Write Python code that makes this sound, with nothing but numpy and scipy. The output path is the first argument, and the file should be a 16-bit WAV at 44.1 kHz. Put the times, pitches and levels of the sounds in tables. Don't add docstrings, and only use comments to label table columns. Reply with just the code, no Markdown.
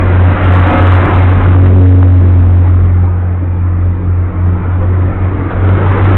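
import sys
import numpy as np
from scipy import signal
from scipy.fft import rfft, irfft, next_fast_len
from scipy.io import wavfile
from scipy.ndimage import uniform_filter1d, map_coordinates

SR = 44100
rng = np.random.default_rng(int(sys.argv[2]) if len(sys.argv) > 2 else 0)


def unload_wav(signal):
    wavfile.write(
        sys.argv[1],
        SR,
        np.round(np.clip(np.atleast_2d(signal).T, -1, 1) * 32767).astype(np.int16),
    )


N = 272097


def amp(db):
    return 10 ** (np.asarray(db) / 20)


def unit(x):
    return x / np.sqrt(np.mean(x ** 2) + 1e-20)


def since(s):
    return np.arange(N) / SR - s


def swell(s, half_width_s):
    return np.exp(-(since(s) / half_width_s) ** 2)


def curves(rows):
    times, *columns = np.transpose(rows)
    return [np.interp(since(0), times, column) for column in columns]


def wobble(rate):
    points = rng.standard_normal(int(N * rate / SR) + 4)
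    return map_coordinates(points, [np.arange(N) * rate / SR])


def filtered(x, response):
    size = next_fast_len(N + SR // 2)
    return irfft(rfft(x, size) * response(np.fft.rfftfreq(size, 1 / SR)), size)[:N]


def rush(spectrum, patchy_db):
    slices = signal.stft(rng.standard_normal(N), nperseg=2048)[2]
    patches = uniform_filter1d(rng.standard_normal(slices.shape), size=4, axis=0)
    patches = uniform_filter1d(patches, size=7, axis=1)
    noise = signal.istft(slices * amp(patchy_db * unit(patches)), nperseg=2048)[1][:N]
    freqs, db = np.transpose(spectrum)
    return unit(filtered(noise, lambda hz: amp(np.interp(np.log(hz + 1), np.log(freqs), db))))


def tone(phase, waver_db, drift):
    level = np.sqrt(2) * amp(waver_db * wobble(7))
    return level * np.sin(phase + drift * wobble(6) + rng.uniform(0, 2 * np.pi))


def cancelling():
    # time in seconds, depth of the dip in dB.
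    dips = [(.382, 17), (.731, 23), (1.081, 11.5), (1.416, 4.7), (3.996, 8.3), (4.325, 16), (4.606, 11),
            (5.147, 14.5), (5.381, 4.5), (5.524, 26), (5.804, 6), (5.968, 7.5)]
    gain = np.ones(N)
    for s, depth_db in dips:
        overlap = swell(s, .066 + .0011 * depth_db)
        gain *= np.sqrt(1 - (1 - amp(-depth_db) ** 2) * overlap)
    return gain


def exhaust(phase):
    # time in seconds, level in dB of all the booms together, before the dips.
    boom_levels = [(0, -11.5), (.2, -3.6), (.92, -2.8), (1.3, -5), (1.88, 1.5), (2.45, -4.2), (2.91, -6.3),
                   (3.41, -13.4), (3.76, -9.3), (4.46, -7.7), (4.8, -10.5), (5, -7.4), (5.35, -11.5),
                   (5.67, -5.2), (6.17, -3.7)]
    # multiple of the firing rate, level in dB before it follows the boom.
    exhaust_tones = [(1.5, -35), (2.5, -36.5), (3, -33), (3.5, -33), (4, -36.5)]
    # time in seconds, lift in dB of the deep throb at half the firing rate.
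    surges = [(.06, 11), (1.42, 11), (1.69, 9), (2.5, 10), (2.86, 11.5), (3.87, 5), (5.72, 6)]
    boom_db, = curves(boom_levels)
    level = amp(boom_db) * cancelling()
    slip = np.imag(signal.hilbert(np.log(level)))
    boom = np.sqrt(2) * level * amp(.75 * wobble(26)) * np.sin(phase - .5 * slip)
    overtones = sum(amp(db) * tone(order * phase, waver_db=2.5, drift=.87) for order, db in exhaust_tones)
    surge_db = sum(db * swell(s, .125) for s, db in surges)
    deep_throb = amp(-23.3 + surge_db) * tone(phase / 2, waver_db=1.5, drift=1.4)
    beat_hz = 6.7
    octave = amp(-25) * tone(2 * phase, waver_db=3, drift=.7)
    octave += amp(-30) * tone(2 * phase - 2 * np.pi * beat_hz * since(0), waver_db=.5, drift=.91)
    flare = amp(12 * swell(1.73, .09))
    follow_boom = amp(1.5 + .6 * boom_db)
    return boom + follow_boom * (deep_throb + flare * octave + overtones)


def engines(phase):
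    # frequency in Hz, relative strength of the clatter in dB.
    clatter_spectrum = [(120, -18.5), (300, -11.5), (550, 0), (800, -4.5), (980, -3), (1300, -1.5),
                        (1550, -1), (2200, -11.5), (2800, -13.5), (3500, -23), (4200, -24.5)]
    # multiple of the firing rate, relative level in dB.
    whine_tones = [(2.65, -6), (3, -5), (3.36, -5), (5.9, -3.5), (7.66, -12), (8.01, -3.5), (9.36, -9.5),
                   (13.97, -6), (18.78, -16.5), (23.32, -15)]
    # second when an engine is opposite, its clatter then in dB, whine offset in dB.
    passes = [(.76, -19, -3), (6.4, -22.3, -5)]
    pulsing = 1 + .2 * np.cos(2 * phase) + .11 * np.cos(phase / 2) + .053 * np.cos(phase)
    clatter = unit(pulsing * rush(clatter_spectrum, patchy_db=2.5))
    whine = sum(amp(db) * tone(order * phase, waver_db=1.6, drift=.6) for order, db in whine_tones)
    pass_s = .61
    out = np.zeros(N)
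    for s, db, whine_db in passes:
        distance_squared = 1 + (since(s) / pass_s) ** 2
        nearness = amp(db - 25 * np.log10(distance_squared))
        facing_db = 8.7 * swell(s, .085)
        out += nearness * (clatter + amp(whine_db + facing_db) * whine)
    return out


def wheels_and_draught():
    # time in seconds, relative rumble level in dB, relative rail level in dB.
    wheel_levels = [(0, -15.5, -23.3), (.45, -15.7, -19.3), (1.08, -14, -17.5), (1.45, -15.5, -21.3),
                    (1.57, -16, -25.5), (1.9, -17.3, -28.7), (2.65, -22.5, -30.5), (2.95, -25, -33),
                    (3.5, -26.3, -35.1), (4.1, -27.3, -34.6), (4.6, -21, -30.8), (5.35, -18.2, -29.6),
                    (5.95, -14.6, -20.3), (6.17, -13.7, -21.7)]
    # frequency in Hz, relative strength in dB.
    draught_spectrum = [(8, -22.5), (18, 1), (30, -1.5), (55, -3), (80, -6), (150, -14), (500, -60.5)]
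    rumble_spectrum = [(50, -15), (115, -0.5), (160, -0.5), (205, -5.5), (290, 0.5), (380, -5.5),
                       (500, -7.5), (650, -17), (1000, -29.5), (2500, -58.5)]
    rail_spectrum = [(300, -15.5), (600, -3), (820, -1), (1000, -.7), (1320, -.8), (1500, -5.8), (1900, -9),
                     (2350, -13), (2700, -23.5), (3400, -29), (4200, -38.5)]
    rumble_db, rail_db = curves(wheel_levels)
    draught = amp(rumble_db - 4.3 + 1.5 * wobble(5)) * rush(draught_spectrum, patchy_db=1)
    rumble = amp(rumble_db - 1 + 1.2 * wobble(22)) * rush(rumble_spectrum, patchy_db=2.5)
    rail = amp(rail_db + 1.5 + .42 * wobble(40)) * rush(rail_spectrum, patchy_db=2.5)
    return draught + rumble + rail


def knocks():
    # start in seconds, level in dB, rough pitch in Hz, seconds to fade by 60 dB.
    jolts = [(.919, -9.5, 1100, .053), (1.657, -15, 801, .12), (2.028, -13.5, 849, .03),
             (2.254, -19, 800, .035), (2.643, -29, 848, .2), (3.167, -27.5, 500, .06),
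             (4.646, -21.5, 335, .11), (4.827, -22.5, 690, .09), (5.245, -22.5, 500, .097),
             (5.505, -19.5, 800, .22), (5.69, -14.5, 650, .086)]
    out = np.zeros(N + SR)
    t = np.arange(SR // 4) / SR
    for s, db, hz, fade_s in jolts:
        band = signal.butter(2, [hz / 1.8, hz * 1.41], "bandpass", fs=SR, output="sos")
        burst = unit(signal.sosfilt(band, rng.standard_normal(len(t))))
        out[round(s * SR):][:len(t)] += amp(db - 60 * t / fade_s) * burst
    return out[:N]


def creaks():
    # peak time in seconds, level in dB, pitch in Hz, rise in octaves a second.
    rubs = [(2.669, -28.5, 855, .5), (3.05, -29, 790, 2), (3.079, -32, 938, 5), (4.834, -20.5, 514, .5),
            (5.128, -30.5, 1340, 2.5)]
    half_width_s = .014
    out = np.zeros(N)
    for s, db, hz, rise in rubs:
        octaves = rise * np.clip(since(s), -2 * half_width_s, 2 * half_width_s)
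        phase = 2 * np.pi * np.cumsum(hz * 2 ** octaves) / SR
        rough_note = tone(phase, waver_db=1, drift=.3) * amp(2 * wobble(150))
        out += amp(db) * swell(s, half_width_s) * rough_note
    return out


def scene():
    # time in seconds, cylinder firings heard per second.
    firing_rates = [(0, 90.13), (.5, 91.18), (1.8, 92.06), (2.05, 91.3), (2.35, 89.34), (3.9, 89.02),
                    (5, 91.1), (5.5, 93.32), (6.17, 96.78)]
    firing_hz, = curves(firing_rates)
    phase = 2 * np.pi * np.cumsum(firing_hz) / SR
    return (exhaust(phase) + engines(phase) + wheels_and_draught() + knocks() + creaks())[None]


def record(dry):
    ceiling, crackle_limit = .71, .716
    cutoff_hz, top_hz = 3850, 15870
    flattened = np.clip(dry[0], -ceiling, ceiling)
    grit = amp(-42) * (flattened / ceiling) ** 8 * rng.standard_normal(N)
    muffled = filtered(flattened + grit, lambda hz: 1 / np.sqrt(1 + (hz / cutoff_hz) ** 44))
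    crackle = np.clip(muffled, -crackle_limit, crackle_limit) - muffled
    sputter = amp(-.3 + 2.2 * wobble(60))
    hiss = amp(-97) * rng.standard_normal(N)
    return filtered(muffled + sputter * crackle + hiss, lambda hz: hz < top_hz)[None]


dry = scene()
out = record(dry)
unload_wav(out)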